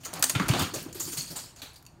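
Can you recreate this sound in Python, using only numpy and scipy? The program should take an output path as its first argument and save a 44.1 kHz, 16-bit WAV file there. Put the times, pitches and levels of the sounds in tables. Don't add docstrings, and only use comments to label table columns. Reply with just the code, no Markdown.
import sys
import numpy as np
from scipy import signal
from scipy.fft import rfft, irfft, next_fast_len
from scipy.io import wavfile
from scipy.ndimage import uniform_filter1d

SR = 44100
rng = np.random.default_rng(int(sys.argv[2]) if len(sys.argv) > 2 else 0)


def nominal_scale(level):
    x = np.asarray(level, float) / 20
    return 10 ** x


def digitize_waveform(pressure):
    field = np.atleast_2d(pressure).T
    bounded = np.clip(field, -1, 1)
    quanta = np.round(bounded * 32767).astype(np.int16)
    wavfile.write(sys.argv[1], SR, quanta)


N = 88200


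def evened(x):
    return x / np.sqrt(np.mean(x ** 2) + 1e-20)


def read(points, hz):
    f, value = np.transpose(points)
    return np.interp(np.log(hz + 1), np.log(f + 1), value)


def add(mix, s, sound):
    part = mix[round(s * SR):][:len(sound)]
    part += sound[:len(part)]


def coloured(x, db_of):
    size = next_fast_len(len(x) + 2048)
    gain_db = db_of(abs(np.fft.fftfreq(2048, 1 / SR)))
    log = np.log(nominal_scale(np.maximum(gain_db, -100)))
    taps = np.fft.ifft(np.exp(log - 1j * signal.hilbert(log).imag)).real
    return irfft(rfft(x, size) * rfft(taps, size), size)[:len(x)]


def grit(size, grain_db):
    return rng.standard_normal(size) * nominal_scale(grain_db * np.minimum(rng.exponential(1, size), 4))


# f/Hz, level/dB
AIR = [(30, 7), (65, 4.5), (130, 3.5), (210, -10), (460, -13), (1000, -11.5), (2500, -28.5), (15800, -41.5)]
AIR_DB = -54.5


def room_air():
    hz = np.fft.rfftfreq(N, 1 / SR)
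    air = irfft(rfft(rng.standard_normal(N)) * nominal_scale(read(AIR, hz)), N)
    return nominal_scale(AIR_DB) * evened(air)


# f/Hz, width/Hz, level/dB
BOARD_MODES = [(71, 20, -14.5), (140, 80, -6.5), (261, 15, -2), (338, 45, -10)]
# t/s, level/dB
BOARD_SHAKE = [(0, -62), (.12, -52.5), (.3, -46.5), (.4, -40), (.62, -31.5), (.7, -55), (.8, -53.5),
               (1.1, -47), (1.3, -56), (1.45, -58.5), (1.7, -69.5), (2, -56)]


def shaken_boards():
    hz = np.fft.rfftfreq(N, 1 / SR)
    s, db = np.transpose(BOARD_SHAKE)
    modes = sum(nominal_scale(top_db) / (1 + (2 * (hz - f_hz) / width_hz) ** 2) for f_hz, width_hz, top_db in BOARD_MODES)
    shake = rng.standard_normal(N) * nominal_scale(np.interp(np.arange(N) / SR, s, db))
    return irfft(rfft(shake) * modes / np.sqrt(np.mean(modes ** 2)), N)


# f/Hz, t60/s
ROOM_T60 = [(120, 0.97), (500, 0.3), (1400, 0.42), (4000, 0.39), (9000, 0.36), (15000, 0.28)]
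EARLY_T60_S, CLUMP_DB = .05, 2


def diffuse(x, early_db):
    hz, t, z = signal.stft(x, SR, nperseg=256, noverlap=192)
    lag = t[:400]
    late = nominal_scale(-120 * lag / read(ROOM_T60, hz)[:, None])
    early = nominal_scale(2 * early_db - 120 * lag / EARLY_T60_S)
    decay = (late + early) / late.sum(1, keepdims=True)
    power = signal.fftconvolve(abs(z) ** 2, decay, axes=1)[:, :len(t)]
    a, b, c = rng.standard_normal((len(t), len(hz), 3)).T
    smooth = uniform_filter1d(uniform_filter1d(c, 5, 0), 8, 1)
    clumps = nominal_scale(CLUMP_DB * evened(smooth))
    tail = np.sqrt(2 * abs(power)) * clumps * (a + 1j * b)
    wet = signal.istft(tail, SR, nperseg=256, noverlap=192)[1]
    return np.r_[np.zeros(160), wet][:N]


FAR_GRAIN_DB, SLIDE_WIDTH_HZ = 3.5, 220
# t/s, f/Hz, level/dB
SLIDE_PATH = [
    (0.999, 4690, -51.5),
    (1.163, 4580, -57.5),
    (1.179, 4340, -40.5),
    (1.3, 4470, -62.5),
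    (1.41, 4780, -56),
    (1.499, 5380, -63),
]


def slide():
    s, hz, db = np.transpose(SLIDE_PATH)
    t, r = np.arange(N) / SR, np.exp(-np.pi * SLIDE_WIDTH_HZ / SR)
    turn = np.exp(2j * np.pi * np.cumsum(np.interp(t, s, hz)) / SR)
    envelope = signal.lfilter([1], [1, -2 * r, r * r], grit(N, FAR_GRAIN_DB))
    return evened((turn * envelope).real) * nominal_scale(np.interp(t, s, db, -120, -120))


KNOCK_GRAIN_DB = 4.5
# f/Hz, level/dB
CARD_BODY = [(150, -23), (300, -8), (500, -13.5), (900, -11), (1250, -9), (1700, -13.5), (4200, -19.5),
             (15800, -32.5)]
# t/s, level/dB
LID_DRAG = [
    (.46, -46),
    (0.488, -49),
    (.53, -47),
    (.58, -36),
    (0.619, -34),
    (.65, -60),
    (0.679, -61),
    (.7, -67),
]


def drag():
    s, db = np.transpose(LID_DRAG)
    lumps_db = 1.4 * evened(uniform_filter1d(rng.standard_normal(N), 150))
    rub = evened(coloured(grit(N, KNOCK_GRAIN_DB), lambda hz: read(CARD_BODY, hz)))
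    return rub * nominal_scale(np.interp(np.arange(N) / SR, s, db, -120, -120) + lumps_db)


RING_RISE_S, RING_WOBBLE = 0.0026, 0.035
# t/s, level/dB, f/Hz, t60/s
PATCH_RINGS = [(.166, -35, 770, 0.028), (0.3485, -23.5, 1362, 0.08), (.351, -26.5, 2240, 0.039),
               (0.351, -25, 3530, 0.034), (0.352, -37, 4340, 0.028), (.3975, -17, 1180, 0.046),
               (.398, -20, 2260, 0.017), (.3975, -18, 1650, 0.018), (.398, -19, 896, 0.023),
               (0.419, -26, 1290, 0.051), (0.51, -28, 2830, 0.073), (0.536, -18, 1057, 0.028),
               (.543, -24, 700, 0.038), (0.595, -36, 1160, 0.022), (.596, -24, 3510, 0.035),
               (.607, -20, 3120, 0.027), (0.607, -42, 1200, 0.032), (0.298, -16.5, 9630, 0.0096),
               (.299, -25, 6740, 0.01), (1.864, -45, 2630, 0.027), (1.864, -42.5, 4440, 0.018)]


def rings():
    out, t = np.zeros(N), np.arange(4000) / SR
    wobble = uniform_filter1d(rng.standard_normal((len(PATCH_RINGS), len(t))), 100, axis=1) * 10
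    for (s, db, hz, t60), flex in zip(PATCH_RINGS, wobble):
        turns = np.cumsum(hz * (1 + RING_WOBBLE * flex)) / SR
        rise = 1 - np.exp(-t / RING_RISE_S)
        add(out, s, nominal_scale(db - 60 * t / t60) * rise * np.sin(2 * np.pi * turns))
    return out


THUMP_RISE_S, THUMP_SAG, SAG_S = .005, .12, .008
# t/s, level/dB, f/Hz, t60/s
WEIGHT_THUMPS = [(0.136, -45, 162.5, 0.3), (0.192, -35, 280, 0.061), (0.401, -15, 176, 0.055),
                 (.556, -37, 180, 0.12), (0.609, -29, 106, 0.042), (0.612, -23, 203, 0.055),
                 (0.622, -30, 264.6, 0.14), (.408, -23, 264, 0.071), (.52, -31.5, 265, 0.11),
                 (.578, -37, 314, 0.057), (.76, -35.5, 127, 0.11), (1.129, -41, 271, 0.096),
                 (0.733, -33.5, 326, 0.1), (.86, -33, 299, 0.058), (.953, -29, 350, 0.043),
                 (1.077, -30.5, 314, 0.044), (1.177, -34, 140, 0.13), (1.302, -39, 153.6, 0.14),
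                 (1.625, -43, 266, 0.081)]
# t/s, level/dB, f/Hz, t60/s
LID_LANDINGS = [
    (.358, -12.5, 116, 0.049),
    (.4985, -7.5, 124, .055),
    (.357, -23, 292, 0.046),
    (0.62, -24, 93, 0.082),
]


def thumps():
    out, t = np.zeros(N), np.arange(12000) / SR
    for s, db, hz, t60 in WEIGHT_THUMPS + LID_LANDINGS:
        turns = np.cumsum(hz * (1 + THUMP_SAG * np.exp(-t / SAG_S))) / SR
        rise = 1 - np.exp(-t / THUMP_RISE_S)
        add(out, s, nominal_scale(db + 4.5 - 60 * t / t60) * rise * np.sin(2 * np.pi * turns))
    return out


SNAP_S, RING_DB = 0.000073, -2.5
THIN = 0.87


def contacts(rows, body, q, swell, pivot_hz, grain_db):
    out, t = np.zeros(N), np.arange(4000) / SR
    for s, db, ring_hz, length_s, tilt_db in rows:
        u = t / max(length_s, .0002)
        if swell:
            shape = u * np.exp(1 - u)
        else:
            shape = (1 - np.exp(-t / SNAP_S)) * np.exp(-u ** 1.5 / 2)

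        def colour(hz):
            ring = nominal_scale(RING_DB) * q / np.sqrt(1 + (2 * q * (hz / ring_hz - 1)) ** 2) / 2
            octaves = np.log2((hz + 50) / pivot_hz)
            slope_db = tilt_db + THIN * max(tilt_db, 0) * (octaves < 0)
            return read(body, hz) + slope_db * octaves + 20 * np.log10(1 + ring)

        burst = coloured(grit(len(t), grain_db) * shape, colour)
        level = np.sqrt((shape ** 2).sum() / (burst ** 2).sum())
        add(out, s, nominal_scale(db - 11.5) * burst * level)
    return out


CLAW_Q, KNOCK_Q = 9, 5
# f/Hz, level/dB
CLAW_BODY = [(200, -41.5), (650, -7.5), (1000, -7), (3000, -3), (6500, -4), (10000, -1), (15800, -3)]
# t/s, level/dB, f/Hz, length/s, tilt/(dB/oct)
FAR_STEPS = [(.7375, -23, 6560, 0.0033, 1), (.757, -28, 5250, 0.0027, -5.5), (.945, -33, 12100, 0.0054, -3),
             (.9965, -22, 7150, 0.005, 1), (1.025, -36, 5100, 0.027, 3), (1.06, -34, 9100, 0.016, -2.1),
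             (1.1175, -26, 6500, 0.0059, 2), (1.17, -22.5, 8670, 0.0032, -1.5),
             (1.27, -36.5, 4600, 0.0089, 0), (1.304, -31, 5200, 0.005, 2), (1.358, -27, 7700, 0.0059, -0.5),
             (1.5605, -38, 6620, 0.002, -4), (1.575, -48, 4300, 0.011, -2),
             (1.618, -26.5, 4030, 0.0017, -1.1), (1.627, -36.5, 3420, 0.0021, -9)]
# t/s, level/dB, f/Hz, length/s, tilt/(dB/oct)
FAR_SCRAPES = [
    (.77, -40, 2970, 0.016, -1.5),
    (.88, -52, 3180, 0.013, -3),
    (.955, -39, 4750, 0.01, -2),
    (1.175, -22.5, 6240, 0.0037, 0),
    (1.2, -37, 6860, 0.007, -2),
    (1.385, -35, 5040, 0.0052, -0.5),
    (1.42, -44, 5400, 0.0073, -2.5),
    (1.45, -49, 5540, 0.0087, -4),
    (1.46, -54, 3035, 0.014, -3.5),
    (1.595, -46, 4400, 0.0065, -8.5),
]


def far_claws():
    steps = contacts(FAR_STEPS, CLAW_BODY, CLAW_Q, True, 6000, FAR_GRAIN_DB)
    return steps + contacts(FAR_SCRAPES, CLAW_BODY, KNOCK_Q, True, 6000, FAR_GRAIN_DB)


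# t/s, level/dB, f/Hz, length/s, tilt/(dB/oct)
PAW_KNOCKS = [(.055, -34.5, 1285, 0.029, 0), (.132, -28, 725, 0.0068, -4), (.15, -30, 690, 0.021, 1.3),
              (.164, -34.5, 790, 0.04, -1.5), (.3497, -17.5, 2900, 0.0088, -0.5),
              (.397, -14, 1930, 0.0057, -1), (.42, -28, 1290, 0.01, 1.5), (.492, -17, 2430, 0.007, 1),
              (.511, -22, 3260, 0.013, 0.5), (.536, -16, 3830, 0.0061, 0),
              (.548, -20.5, 3040, 0.0078, -1.5), (.593, -18.5, 1060, 0.0063, 6.5),
              (.622, -25, 4100, 0.011, 2.5), (.737, -26.5, 447, 0.019, -5), (.858, -33, 456, 0.017, -5),
              (1.004, -26.5, 1110, 0.0038, -5), (1.129, -33, 3160, 0.011, -1.5),
              (1.302, -34, 515, 0.019, -5), (1.356, -32.5, 865, 0.016, 1), (1.619, -36.5, 2360, 0.018, 2)]


def knocks():
    return contacts(PAW_KNOCKS, CARD_BODY, KNOCK_Q, False, 1500, KNOCK_GRAIN_DB)


# t/s, level/dB, f/Hz, length/s, tilt/(dB/oct)
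NEAR_SKIDS = [
    (0, -47, 6100, 0.014, -3.3),
    (.033, -35, 2970, 0.005, -1),
    (.047, -25.5, 6520, 0.0067, -1.5),
    (.058, -32, 6500, 0.004, -11),
    (.488, -17.5, 6060, 0.0017, -4),
    (.5915, -21.5, 7500, 0.0024, 1.5),
    (.6168, -21.5, 7160, 0.004, 11),
]


def skids():
    return contacts(NEAR_SKIDS, CLAW_BODY, CLAW_Q, True, 6000, FAR_GRAIN_DB)


# t/s, level/dB, f/Hz, length/s, tilt/(dB/oct)
NEAR_TICKS = [(.1305, -30, 6440, 0.0086, -4.5), (.1368, -17.5, 9350, 0.002, 0.2),
              (.159, -31, 12600, 0.0018, -4), (.1945, -25, 11400, 0.0033, -0.5),
              (.2252, -5, 8800, 0.001, -1), (.2278, -6.5, 1500, 0.002, -1),
              (.2396, -9.5, 5860, 0.0017, -3.5), (.2416, -1.5, 8500, 0.001, -2.5),
              (.2958, -6.5, 9400, 0.0016, -1.5), (.2995, -15, 6300, 0.0046, -5),
              (.3115, -19, 13500, 0.00091, -24), (.4826, -17, 11100, 0.004, -2),
              (.8245, -26, 9200, 0.0059, 12), (.9272, -31.5, 7060, 0.0058, -0.5),
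              (1.733, -41, 10200, .002, 2), (1.741, -42, 9900, 0.006, -5),
              (1.7575, -39.5, 4700, 0.014, 0.2), (1.8255, -40, 12000, 0.0015, -2),
              (1.8525, -40, 6750, .0012, -2), (1.8645, -32, 6700, 0.0014, 1)]
# t/s, level/dB, f/Hz, length/s, tilt/(dB/oct)
TIP_SNAPS = [
    (.2257, 4, 8500, 0.00028, 2.5),
    (.2265, 2.5, 6100, 0.00032, 0.5),
    (.2393, -0.5, 6100, 0.00039, 2.5),
    (.2428, -4, 6000, 0.00071, 0.5),
    (.2465, -19, 6000, 0.0026, 2.5),
    (.209, -36, 7160, 0.0032, -5.5),
    (.4875, -15, 9100, .003, -6),
]


def ticks():
    clicks = contacts(NEAR_TICKS, CLAW_BODY, CLAW_Q, False, 6000, 6.5)
    return clicks + contacts(TIP_SNAPS, CLAW_BODY, CLAW_Q, False, 6000, FAR_GRAIN_DB)


TICK_WET_DB, SKID_WET_DB, FAR_WET_DB = -8, -6, 3.5
KNOCK_WET_DB, RING_WET_DB, THUMP_WET_DB = 0, -3.5, -10.5
THUMP_CUT_HZ = 68


def scene():
    tick, skid, far = ticks(), skids(), far_claws()
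    knock, ring, low = knocks() + drag(), rings(), thumps()
    near_send = nominal_scale(TICK_WET_DB) * tick + nominal_scale(SKID_WET_DB) * skid
    far_send = nominal_scale(FAR_WET_DB) * far + nominal_scale(KNOCK_WET_DB) * knock + nominal_scale(RING_WET_DB) * ring
    near_wet, far_wet = diffuse(near_send, 6), diffuse(far_send, 0.5)
    low_cut = signal.butter(4, THUMP_CUT_HZ, "high", fs=SR, output="sos")
    low_wet = signal.sosfilt(low_cut, diffuse(nominal_scale(THUMP_WET_DB) * low, 2.5))
    direct = tick + skid + far + knock + ring + low
    background = room_air() + shaken_boards() + slide()
    return (direct + near_wet + far_wet + low_wet + background)[None]


def roll_off(x):
    return signal.sosfilt(signal.butter(12, 17110, fs=SR, output="sos"), x)


# f/Hz, width/Hz, level/dB
MIC_PORT = [(4500, 600, 5), (6800, 900, 6), (8900, 800, 4), (10600, 700, -6), (12300, 900, 2)]
EDGE_HZ, EDGE_DB, LOW_CUT_HZ = 15900, -37, 55


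def record(dry):
    def microphone(hz):
        port_db = sum(db / (1 + (2 * (hz - f) / w) ** 2) for f, w, db in MIC_PORT)
        return port_db + EDGE_DB / (1 + np.exp((EDGE_HZ - hz) / 60))

    x = coloured(dry[0], microphone)
    x = signal.sosfilt(signal.butter(2, LOW_CUT_HZ, "high", fs=SR, output="sos"), x)
    return roll_off(x[None])


dry = scene()
out = record(dry)
digitize_waveform(out)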